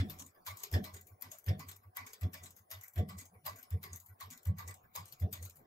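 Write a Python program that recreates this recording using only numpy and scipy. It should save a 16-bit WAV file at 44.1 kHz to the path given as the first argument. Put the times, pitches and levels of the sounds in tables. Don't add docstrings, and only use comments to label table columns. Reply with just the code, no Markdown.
import sys
import numpy as np
from scipy import signal
from scipy.io import wavfile
from scipy.ndimage import uniform_filter1d

SR = 44100
rng = np.random.default_rng(int(sys.argv[2]) if len(sys.argv) > 2 else 0)


def dump_mix(stems):
    frames = np.atleast_2d(stems).T
    limited = np.clip(frames, -1, 1)
    pcm = np.round(limited * 32767).astype(np.int16)
    wavfile.write(sys.argv[1], SR, pcm)


def invert_db(level):
    return 10 ** (np.asarray(level, dtype=float) / 20)


N = 249606

# crest_s, swing_db, pitch_hz, low_rattle_db, high_rattle_db
SLAMS = [
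    (0.0099, -25.5, 90.4, -56, -66),
    (0.7578, -24.5, 88.4, -44.5, -46),
    (1.504, -25, 94.8, -41, -52.5),
    (2.252, -27.5, 90.2, -45.5, -61),
    (2.9993, -26, 90.2, -38, -49.5),
    (3.748, -28, 89.3, -51, -66.5),
    (4.496, -25.5, 91.1, -38.5, -67),
    (5.2429, -26, 89.4, -43.5, -55),
]
# crest_s, swing_db, width_s, rattle_db
REBOUNDS = [
    (0.0853, -88, 0.33, -53),
    (0.8377, -64, 0.2, -57),
    (1.5753, -45, 0.021, -56.5),
    (2.3323, -73, 0.0082, -67),
    (3.102, -50, 0.045, -60),
    (3.8461, -78, 0.033, -65),
    (4.5854, -48.5, 0.039, -80),
    (5.3423, -51.5, 0.032, -67),
]
# crest_s, swing_db, width_s, rattle_db
NEEDLE_LOW = [
    (0.199, -59, 0.027, -62.5),
    (0.9496, -48.5, 0.036, -63.5),
    (1.6837, -53, 0.054, -68),
    (2.4315, -55, 0.052, -62.5),
    (3.1789, -46.5, 0.051, -68),
    (3.937, -47.5, 0.08, -67),
    (4.6849, -46.5, 0.11, -64),
    (5.4345, -44.5, 0.12, -68),
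]
# crest_s, swing_db, width_s, rattle_db
FEED_PUSH = [
    (1.1318, -53, 0.05, -75.5),
    (1.88, -52, 0.057, -78),
    (2.6151, -61.5, 0.039, -86),
    (3.3719, -56, 0.04, -77),
    (4.119, -52, 0.061, -79),
    (4.848, -61.5, 0.02, -104),
    (5.607, -78, 0.027, -68.5),
]
# crest_s, swing_db, width_s, rattle_db
FOOT_LIFT = [
    (0.5215, -48, 0.083, -73),
    (1.2786, -55.5, 0.061, -69),
    (2.0278, -54.5, 0.075, -75),
    (2.773, -50.5, 0.091, -80.5),
    (3.522, -53, 0.12, -68.5),
    (4.2705, -51.5, 0.082, -71.5),
    (5.018, -50, 0.094, -72.5),
]
# swings, pitch_hz, high_rattle_over_low_db
LIGHT_SWINGS = [
    (REBOUNDS, 98, -11),
    (NEEDLE_LOW, 89, -7.5),
    (FEED_PUSH, 95, -3.5),
    (FOOT_LIFT, 95.2, -5.5),
]
# pitch_hz, width_hz, level_db
LOW_PANELS = [(150.4, 13.5, 4), (195.4, 14, 0.5), (213.5, 9.4, -8)]
HIGH_PANELS = [(249.4, 34, 2), (301.8, 10, -3.5), (345, 31, -1), (430, 23, 0.5), (466, 48, 0.5),
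               (619, 26, 0.5), (730.6, 27, 0)]

# pitch_hz, width_hz, level_db
NEEDLE_BAR = [(11973, 260, 1), (13600, 1660, -1.5), (15240, 2400, -3.5), (10040, 2000, -12)]
ARM = [(957, 117, 0), (1037, 53, 1), (1145, 44, 1), (757, 200, -6)]
BED_PLATE = [(3240, 3870, 4), (3852, 480, 0), (4110, 240, -5.5), (4790, 680, -0.5), (5510, 340, -11.5)]
HOOK = [(6584, 690, -3.5), (7860, 1020, -2), (8910, 2840, -5.5)]
LINKAGE = [(2000, 45, -2), (2140, 50, -7.5), (2263, 180, -2.5), (1506, 190, -4.5)]
# start_s, needle_bar_db, weight_db (what the other parts gain this time)
FOOT_DOWN = [
    (0.7153, -41.5, 2),
    (0.7265, -35, 0),
    (1.4635, -42, 2),
    (2.2114, -43, 2.5),
    (2.9587, -43, 3.5),
    (3.7063, -45.5, 2),
    (4.4523, -45.5, 3),
    (5.1992, -43, -8),
]
FOOT_BLOW = [
    (0., -52, 5.5),
    (0.7394, -39.5, 2),
    (1.4854, -46.5, 2),
    (2.2314, -49, 0),
    (2.98, -41, -1.5),
    (3.724, -54, -5),
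    (4.4714, -40.5, -9.5),
    (5.2214, -45, -14),
]
NEEDLE_IN = [(0.099, -35.5, -2, -21), (0.841, -36.5, 3, -13), (0.848, -45, -2, 10.5),
             (1.5948, -38.5, 5, -3), (2.3337, -38, -13, 2), (2.3396, -39, 5, 0.5), (3.089, -41, 9.5, -5),
             (3.8307, -35.5, -2, 2.5), (4.57, -56.5, 10, 4), (4.584, -37.5, 5.5, -0.5),
             (5.3273, -34.5, -42, 0), (5.3333, -37, -3.5, 2)]
HOOK_CATCH = [
    (0.1955, -37.5, 8.5, -13),
    (0.9401, -42, -3, 18),
    (1.6865, -39, 2, 11.5),
    (2.4356, -41.5, -2, 3),
    (3.1858, -37.5, -1.5, 8.5),
    (3.931, -43.5, 11, 1),
    (4.6778, -41.5, 22, -5.5),
    (5.4264, -40, 0, -7),
]
# start_s, needle_bar_db, weight_db
HOOK_PASS = [
    (0.965, -44.5, 3.5),
    (1.714, -42.5, 1),
    (2.459, -43, 3),
    (3.2121, -43.5, -3),
    (3.9602, -35, -34),
    (4.7085, -53, 11.5),
    (5.452, -40, -10.5),
]
NEEDLE_OUT = [
    (0.2635, -46.5, -0.5),
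    (1.0115, -49, -2),
    (1.7617, -49.5, -8),
    (2.507, -46.5, -5),
    (3.255, -51, 3.5),
    (4.0013, -47, -4),
    (4.7416, -49, 4),
    (5.4974, -47, 1.5),
]
SIDE_STEP = [
    (4.012, -53, -3),
    (4.087, -52, -9),
    (4.108, -63, -9),
    (1.0705, -44.5, 1),
    (2.5653, -46, 10.5),
    (4.061, -46.5, 1.5),
    (5.5578, -44.5, -1),
]
FEED_DOG = [
    (0.348, -52, -4),
    (1.0954, -57, -7),
    (1.8334, -53.5, -0.5),
    (3.3393, -54.5, -1),
    (4.0869, -57, -2),
    (4.8349, -51, -8.5),
    (5.5994, -65.5, 4),
]
# start_s, needle_bar_db, weight_db, linkage_over_arm_db
FOOT_UP = [
    (0.4653, -31, 1, -1),
    (1.2207, -39.5, -2, 8),
    (1.9653, -37, 7, -3.5),
    (2.7131, -35.5, 0.5, -1.5),
    (3.4538, -42, 8.5, -24),
    (3.4615, -33.5, 1, 3.5),
    (4.2067, -38.5, 4, -7.5),
    (4.9536, -32, 2, -7.5),
    (4.9546, -49, -17, -13),
]
TAKE_UP = [(0.5715, -39, -4, -10), (0.599, -53.5, 17.5, -2), (1.3162, -41, 5.5, 3), (2.0657, -44, 6.5, 9.5),
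           (2.812, -49, -1.5, 14), (2.8357, -48.5, -5.5, 22), (3.5606, -47.5, -6, 18),
           (3.5867, -49.5, -0.5, 16), (4.3096, -40, 1, 6), (5.0564, -48.5, 2.5, 4), (5.0818, -51, 5, -2)]
# start_s, needle_bar_db, weight_db
THREAD_SNAP = [
    (0.635, -32.5, 6.5),
    (1.386, -42.5, -8),
    (2.133, -39.5, 5),
    (2.8814, -44, -9),
    (3.6286, -46, 5),
    (4.376, -46.5, 4.5),
    (5.124, -44, 6),
]
FOOT_SLACK = [
    (1.4424, -46.5, 0),
    (2.9362, -46, 0),
    (4.4323, -45, 0),
]
# contacts, (arm, bed_plate, hook)_over_needle_bar_db, share of weight each takes,
# tail_t60_s, crack_t60_s
CONTACTS = [(FOOT_DOWN, (-16.5, -9, -11), (4.3, 0.3, 0.16), 0.28, 0.016), (FOOT_BLOW, (-6.5, 1.5, -6),
            (0.21, 2.37, 0.47), 0.14, 0.01), (NEEDLE_IN, (-7, -6, -10), (1, 0.14, 0.014), 0.27, 0.013),
            (HOOK_CATCH, (-15.5, -12, 0.32), (0.74, .1, 0.16), 0.22, 0.0071), (HOOK_PASS, (-21.5, -5, -2),
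            (2.27, 0.52, 0.25), 0.17, 0.015), (NEEDLE_OUT, (-75, -14, -2.4), (1.1, 1, 0.83), 0.24, 0.027),
            (SIDE_STEP, (-28, -20, -12.5), (0.96, 0.61, 0.51), 0.3, 0.0094), (FEED_DOG, (0, -13, -32),
            (0.94, 0.3, .3), 0.18, 0.0052), (FOOT_UP, (-6.5, -5.5, -8), (1.72, 0.35, 0.057), 0.29, 0.012),
            (TAKE_UP, (-17, -13.5, -1.4), (1, 0.89, 0.21), 0.29, 0.018), (THREAD_SNAP, (-52, -14.5, -6.5),
            (1.1, 1.74, 0.16), 0.18, 0.024), (FOOT_SLACK, (-50, -30, -7), (0, 0, 0), 0.09, 0.012)]
# start_s, needle_bar_db, other_parts_over_it_db
BOUNCES = [(0.188, -55, 9), (0.222, -51, 8), (0.4694, -39, -12), (0.476, -45, 5.5), (0.4826, -37, -12),
           (0.513, -46, 2), (0.604, -46, 1), (0.7265, -46, -15), (0.7308, -42, -7), (0.845, -35.5, -21),
           (0.849, -39, -15), (0.9433, -41, -20), (1.212, -40, -13), (1.223, -30.5, -17), (1.228, -41, -9),
           (1.3355, -55, -2), (1.6916, -54, 6), (1.7138, -56, 2), (1.7652, -45, -6), (1.9592, -60, -18),
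           (1.9696, -26, -18), (2.1365, -54, -15), (2.1408, -53, -2), (2.2181, -44, -16), (2.3417, -34, -3),
           (2.4372, -42, -3), (2.7048, -41, -7), (2.742, -60.5, 18), (2.8117, -48, -1), (2.837, -40, -12),
           (2.8437, -42, -13), (3.091, -40, -24), (3.0965, -37, -26), (3.181, -59, 10), (3.4655, -30, -7),
           (3.7054, -45, -13), (3.8386, -40, -6), (4.202, -42.5, -3), (4.209, -33, -21), (4.225, -59, 15),
           (4.304, -48, 6), (4.309, -55, 0), (4.3269, -50, -1), (4.335, -49, 1), (4.455, -42, -4),
           (4.685, -53, 11), (4.711, -48, 6), (4.9611, -27, -4.5), (5.1324, -44, -16),
           (5.3293, -31.5, -5.5), (5.3365, -36, -3), (5.348, -51, -10), (5.4591, -44, 0), (5.502, -50, -11),
           (5.508, -54, 2), (5.57, -46, -9)]

# pitch_hz, width_hz, level_db
FOOT = [(1800, 240, -0.5), (3397, 180, -3), (3570, 20, -10), (5530, 350, -12.5)]
# start_s, level_db
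FOOT_RINGS = [
    (0., -45),
    (0.7378, -45.5),
    (0.749, -51),
    (1.481, -42),
    (2.2323, -52.5),
    (2.978, -49.5),
    (3.721, -61),
    (4.4715, -70.5),
    (5.2206, -57.5),
]
# middle_s, level_db, pitch_hz, length_s
PANEL_HUMS = [(0.024, -42.5, 265.5, 0.045), (0.043, -51, 345, .04), (0.228, -61, 258.7, 0.084),
              (0.503, -64, 614, 0.046), (0.664, -63.5, 406, 0.064), (0.749, -62.5, 913, 0.048),
              (0.81, -41, 207, 0.039), (0.873, -61.5, 623, 0.056), (0.972, -65, 408, 0.048),
              (1.255, -66.5, 254.5, 0.057), (1.344, -63.5, 632, 0.047), (1.512, -53, 526, 0.046),
              (1.63, -61.5, 262, 0.056), (1.718, -74, 407, 0.1), (2.035, -67.5, 255, 0.082),
              (2.119, -70, 432, 0.12), (2.253, -60.5, 640, 0.037), (2.268, -52.5, 251.7, 0.046),
              (2.365, -63, 627, 0.047), (2.374, -70, 263, 0.034), (2.737, -65, 642, 0.07),
              (2.994, -49, 663.5, 0.034), (3.01, -50, 469.4, 0.044), (3.12, -52.5, 185.5, 0.11),
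              (3.222, -68, 261.5, 0.069), (3.332, -66.5, 188, 0.046), (3.484, -54, 620, 0.044),
              (3.561, -72, 254, 0.14), (3.568, -67.5, 674, 0.047), (3.758, -59, 458, 0.044),
              (3.871, -64.5, 400, 0.063), (4.33, -64, 246, 0.073), (4.495, -66, 555, 0.058),
              (4.69, -66, 491, 0.049), (4.687, -68, 905, .04), (5.0, -59.5, 162.6, 0.041),
              (5.28, -55, 430, 0.036), (5.13, -68, 137, 0.051), (5.263, -60, 706, 0.05),
              (3.015, -39, 188.5, 0.039), (0.062, -41.5, 197.7, 0.033), (0.786, -46.5, 325.6, 0.028),
              (1.53, -54, 187, .03), (5.427, -59.5, 503, 0.014), (5.59, -67.5, 150.4, 0.065),
              (3.355, -68.5, 475, 0.046), (3.47, -64.5, 149, 0.067), (2.593, -68.5, 191, 0.036),
              (4.33, -68, 159, 0.053)]
# middle_s, level_db, pitch_hz, length_s
PART_RINGS = [(0.017, -53.5, 3460, 0.026), (0.098, -57, 3600, 0.014), (0.375, -73, 1670, .035),
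              (0.478, -47, 4720, 0.0057), (0.48, -46, 1007, 0.012), (0.509, -49.5, 2140, 0.021),
              (0.748, -49, 3470, 0.017), (1.122, -77.5, 1504, 0.019), (2.002, -54.5, 1030, 0.023),
              (2.348, -55.5, 1800, 0.019), (2.751, -58, 3650, 0.018), (2.842, -59, 2010, .015),
              (3.852, -58.5, 2093, 0.029), (4.116, -71, 1470, 0.034), (4.22, -62, 4080, .01),
              (4.349, -68.5, 1500, 0.035), (4.856, -71.5, 1650, 0.025), (4.955, -51, 4050, 0.0057),
              (4.963, -49, 1063, 0.0067), (5.125, -57, 4430, 0.0095), (5.479, -68, 1370, 0.022),
              (1.623, -56, 1103, .04), (1.491, -52, 5300, .012), (2.135, -59, 4800, .01)]
# start_s, level_db, pitch_hz
TICKS = [
    (0.7143, -43, 13800),
    (3.705, -42, 13600),
    (3.9317, -32.5, 6700),
    (4.681, -36, 7050),
    (5.2007, -45, 13200),
]

# time_s, level_db
LOAD = [
    (0.0, 10.5),
    (0.35, 1),
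    (0.84, 3),
    (2.0, 0.5),
    (2.25, 3),
    (2.8, 0),
    (3.2, -1.5),
    (4.3, 1),
    (5.3, 2.5),
    (5.66, 2.5),
]
# pitch_hz, width_hz, level_db
GEAR_CASE = [(735, 15, -1), (1070, 41, -10), (5300, 900, -13)]
# pitch_hz, level_db
MURMUR_COLOUR = [(300, -12.5), (500, -6), (733, -4), (1150, -8.5), (3000, -22.5), (6500, -24.5),
                 (12000, -31.5), (16000, -14.5)]
RUMBLE_COLOUR = [(30, -43.5), (120, 1), (250, -17.5), (420, -11), (550, -22.5), (16000, -53)]
# pitch_hz, width_hz, level_db
WHINE = [(10000, 6, 0), (9904, 8, -7), (14856, 40, -6)]
# time_s, level_db
WHINE_LOAD = [(0, -81), (0.5, -87.5), (1.2, -85.5), (1.9, -85.5), (2.4, -85), (3, -85), (4.15, -76.5),
              (4.3, -100), (4.6, -91), (5.66, -88)]
# pitch_hz, likeness (0 to 1)
SAME = [(60, .99), (250, .8), (500, .5), (1000, .4), (4000, .35), (16000, .35)]
# pitch_hz, left_leads_rad
LEAD = [(300, 0), (520, -.4), (780, -2.8), (1210, -4.1), (1640, -2.9), (2070, -4.3), (2840, -9.8),
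        (5170, -6.6)]
# pitch_hz, left_over_right_db
LEAN = [(640, 0), (1400, -1), (3100, -.5), (6800, 2), (11000, 6.5), (15000, 11)]


def evened(x):
    return x / np.sqrt(np.mean(x ** 2) + 1e-20)


def read(points, hz):
    f, value = np.transpose(points)
    return np.interp(np.log(hz + 1), np.log(f + 1), value)


def add(mix, s, sound):
    at = round(s * SR)
    sound = sound[max(-at, 0):]
    part = mix[max(at, 0):][:len(sound)]
    part += sound[:len(part)]


def ports(colour=((20, 0), (20000, 0)), patchy_db=0.):
    frames, hz = N // 128 + 5, np.fft.rfftfreq(512, 1 / SR)
    a, b, c, d, patch = rng.standard_normal((frames, 257, 5)).T
    patch = uniform_filter1d(uniform_filter1d(patch, size=6, axis=0), size=20, axis=1)
    level = invert_db(read(colour, hz)[:, None] + patchy_db * evened(patch))
    same = np.clip(read(SAME, hz), 0, 1)[:, None]
    left = a + 1j * b
    right = same * left + np.sqrt(1 - same ** 2) * (c + 1j * d)
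    right = right * np.exp(-1j * read(LEAD, hz))[:, None]
    lean = invert_db(read(LEAN, hz) / 2)[:, None]
    z = np.array([left * lean, right / lean]) * level
    pair = signal.istft(z, nperseg=512, noverlap=384)[1][:, :N]
    return pair / np.sqrt(np.mean(pair.mean(0) ** 2))


def ring(x, modes):
    t, body = np.arange(4096) / SR, 0
    for k, (hz, width, db) in enumerate(modes):
        decay = np.sqrt(width) * np.exp(-np.pi * width * t)
        body = body + (-1) ** k * invert_db(db) * decay * np.sin(2 * np.pi * hz * t)
    return signal.oaconvolve(x, body[None] / np.linalg.norm(body), axes=1)[:, :N]


def swings():
    slam_width_s = 0.057
    rows = [(s, db, slam_width_s, hz, low_db, high_db) for s, db, hz, low_db, high_db in SLAMS]
    for light, hz, high_db in LIGHT_SWINGS:
        rows += [(s, db, width, hz, rattle_db, rattle_db + high_db) for s, db, width, rattle_db in light]
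    return rows


def table_top(sharp=22.0, knock_share=0.33, late_s=0.0052, t60=0.19, blunt=.35):
    swing, jolts = np.zeros(N), np.zeros((2, N))
    jitter = evened(signal.lfilter([1], [1, -.9], rng.standard_normal(N)))
    for s, db, width, hz, *rattle_db in swings():
        t = np.arange(-.9 * width, .3, 1 / SR)
        bell = np.cos(np.pi / 2 * np.clip(t / (0.72 * width), -1, 1)) ** 2
        push = np.tanh(blunt * bell ** np.where(t < 0, 1.1, 1.5)) / blunt
        hum = invert_db(-26.5 - 60 * np.maximum(t, 0) / 1.28) * np.clip(t / width, 0, 1)
        wave = np.cos(2 * np.pi * hz * t * (1 + 3.5 * t * bell))
        add(swing, s + t[0], invert_db(db) * (push + hum) * wave)

        crests = evened(np.exp(sharp * np.cos(2 * np.pi * hz * t)) - np.i0(sharp))
        build = np.clip((t - t[0]) / (late_s - t[0]), 0, 1) ** 1.22
        rattle = np.where(t < late_s, build, invert_db(-60 * (t - late_s) / t60))
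        at = np.clip(np.round((s + t) * SR).astype(int), 0, N - 1)
        drive = rattle * (knock_share * crests * bell + (1 - knock_share) * jitter[at])
        for jolt, level_db in zip(jolts, rattle_db):
            add(jolt, s + t[0], invert_db(level_db) * drive)
    swing = invert_db(2.0) * signal.sosfiltfilt(signal.butter(2, 52., "high", fs=SR, output="sos"), swing)
    low, high = ring(jolts[:1], LOW_PANELS)[0], ring(jolts[1:], HIGH_PANELS)[0]
    panels = invert_db(-9.5) * low + invert_db(-2.5) * high
    aside = invert_db(-7.0) * np.roll(np.gradient(panels), 260) * 14
    pair = np.array([np.roll(swing, 8), swing]) * invert_db([[-.2], [.2]])
    return pair + np.array([np.roll(panels, 8) + aside, panels - aside])


def contacts():
    kinds = []
    for rows, over_db, share, t60, crack_t60 in CONTACTS:
        levels = []
        for s, db, weight_db, *link_db in rows:
            others_db = np.add(over_db, np.multiply(share, weight_db))
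            levels.append((s, db + np.r_[0, others_db, others_db[0] + sum(link_db)]))
        kinds.append((levels, t60, crack_t60))
    return kinds


def clicks(swell_s=0.0044, swell_db=-22, droop=1.0, bounce_t60=0.011, bounce_rise_s=0.0023):
    # modes, level_db, t60 factor, rise_s, tail_under_crack_db, bounce_db; the heavy arm builds slowly
    parts = [(NEEDLE_BAR, -3, .8, .0012, -13, 8),
             (ARM, -8.5, 1.25, .006, -1, -6),
             (BED_PLATE, -3, 1.1, .002, -7, 3),
             (HOOK, -1, .9, .0015, -10, 4),
             (LINKAGE, -9.5, 1.15, .005, -2, -6)]
    t, out = np.arange(-.016, .32, 1 / SR), np.zeros((2, N))
    after, brief = np.maximum(t, 0), np.arange(500) / SR
    swell = invert_db(2 * swell_db) * np.exp(np.minimum(t, 0) / swell_s) * (t < .002)
    bounce = (1 - np.exp(-brief / bounce_rise_s)) ** 2 * invert_db(-120 * brief / bounce_t60)
    for k, (modes, part_db, longer, rise_s, tail_db, bounce_db) in enumerate(parts):
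        power = np.zeros(N)
        for rows, t60, crack_t60 in contacts():
            tail = invert_db(2 * tail_db - 147.7 * (after / (longer * max(t60, .02))) ** droop)
            crack = invert_db(-120 * after / crack_t60)
            shape = swell + (1 - np.exp(-after / rise_s)) ** 2 * (crack + tail)
            for s, level_db in rows:
                add(power, s - .0015 + t[0], invert_db(2 * level_db[k]) * shape)
        for s, db, others_db in BOUNCES:
            add(power, s - .001, invert_db(2 * (db + bounce_db + (k > 0) * others_db)) * bounce)
        contact = ports(patchy_db=3.6)
        out += invert_db(part_db) * ring(np.sqrt(power) * contact, modes)
    return signal.sosfilt(signal.butter(4, 560, "high", fs=SR, output="sos"), out)


def feet(rise_s=0.0021, t60=0.17):
    t, strength = np.arange(0, .2, 1 / SR), np.zeros(N)
    for s, db in FOOT_RINGS:
        add(strength, s - .004, (1 - np.exp(-t / rise_s)) ** 2 * invert_db(db - 60 * t / t60))
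    return ring(strength * ports(patchy_db=3.0), FOOT)


def chatter(depth_db=0.87, grain_s=0.0044):
    grains = uniform_filter1d(rng.standard_normal(N), round(grain_s * SR))
    return evened(invert_db(depth_db * evened(uniform_filter1d(grains, size=40))))


def panel_hums(spread=0.0942):
    events = PANEL_HUMS + PART_RINGS
    out, draws = np.zeros((2, N)), rng.random((len(events), 2, 3))
    for (s, db, hz, length), phases in zip(events, draws):
        t = np.arange(-length, length, 1 / SR)
        bell = invert_db(db) * np.cos(np.pi * t / (2 * length)) ** 2
        partials = hz + min(spread * hz, 110.) * np.array([[-1.], [0], [.8]])
        for port, shift in enumerate((0, .12)):
            phase = phases[0] + shift * min(hz / 300, 2.) * phases[1]
            turns = partials * np.arange(len(t)) / SR + phase[:, None]
            hum = (invert_db([[-5], [0], [-5]]) * np.cos(2 * np.pi * turns)).sum(0)
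            add(out[port], s - length, bell * hum)
    return out


def ticks(t60=0.013, rough=0.41, rise_s=0.00082):
    t, out = np.arange(0, .03, 1 / SR), np.zeros((2, N))
    for (s, db, hz), grit in zip(TICKS, rng.standard_normal((len(TICKS), 2, len(t)))):
        for port, side in enumerate((.5, -.5)):
            ping = np.sin(2 * np.pi * hz * t) + rough * (hz / 17000.0) ** 2 * np.gradient(grit[port])
            fade = invert_db(db + side * read(LEAN, hz) - 60 * t / t60)
            add(out[port], s, fade * np.minimum(t / rise_s, 1) * ping)
    return out


def servo_whine():
    t, hiss, lines = np.arange(N) / SR, ports(), 0
    for hz, width, db in WHINE:
        tone = np.sin(2 * np.pi * hz * t) * invert_db(read(LEAN, hz) * np.array([[.5], [-.5]]))
        lines = lines + invert_db(db) * (0.4 * ring(hiss, [(hz, width, 0)]) + tone)
    return invert_db(np.interp(t, *np.transpose(WHINE_LOAD))) * lines


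def murmur(gears_db=-72, rumble_db=-77.5, rumble_per_load=1.9, fall_db_per_s=13):
    t = np.arange(N) / SR
    load_db, slams = np.interp(t, *np.transpose(LOAD)), np.array(SLAMS)[:, 0]
    since = t - slams[np.maximum(np.searchsorted(slams, t) - 1, 0)]
    calm_db = uniform_filter1d(fall_db_per_s * since, size=2000)
    gears = ports(MURMUR_COLOUR, patchy_db=5.) + invert_db(-6.) * ring(ports(patchy_db=6.), GEAR_CASE)
    rumble = ports(RUMBLE_COLOUR, patchy_db=4.5)
    rumble = invert_db(rumble_db + rumble_per_load * load_db - calm_db) * rumble
    return invert_db(gears_db + load_db) * gears + rumble


def scene():
    top, metal, steady = table_top(), clicks(), murmur() + servo_whine()
    return top + steady + (metal + feet()) * chatter() + panel_hums() + ticks()


def quieted(x, floor_db=-103., depth_db=-9.):
    z = signal.stft(x, nperseg=1024, noverlap=768)[2]
    power = uniform_filter1d((abs(z) ** 2).mean(0), size=5, axis=1)
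    keep = np.maximum(1 - invert_db(2 * floor_db) / (power + 1e-20), invert_db(depth_db))
    keep = uniform_filter1d(keep, size=3, axis=1)
    return signal.istft(z * keep, nperseg=1024, noverlap=768)[1][:, :N]


def top_cut(x):
    return signal.sosfilt(signal.butter(12, 16490, fs=SR, output="sos"), x)


def record(dry):
    edge = signal.firwin(511, 15750, window=("kaiser", 9), fs=SR)
    mix = signal.oaconvolve(quieted(dry), edge[None], "same")
    return top_cut(mix)


dry = scene()
out = record(dry)
dump_mix(out)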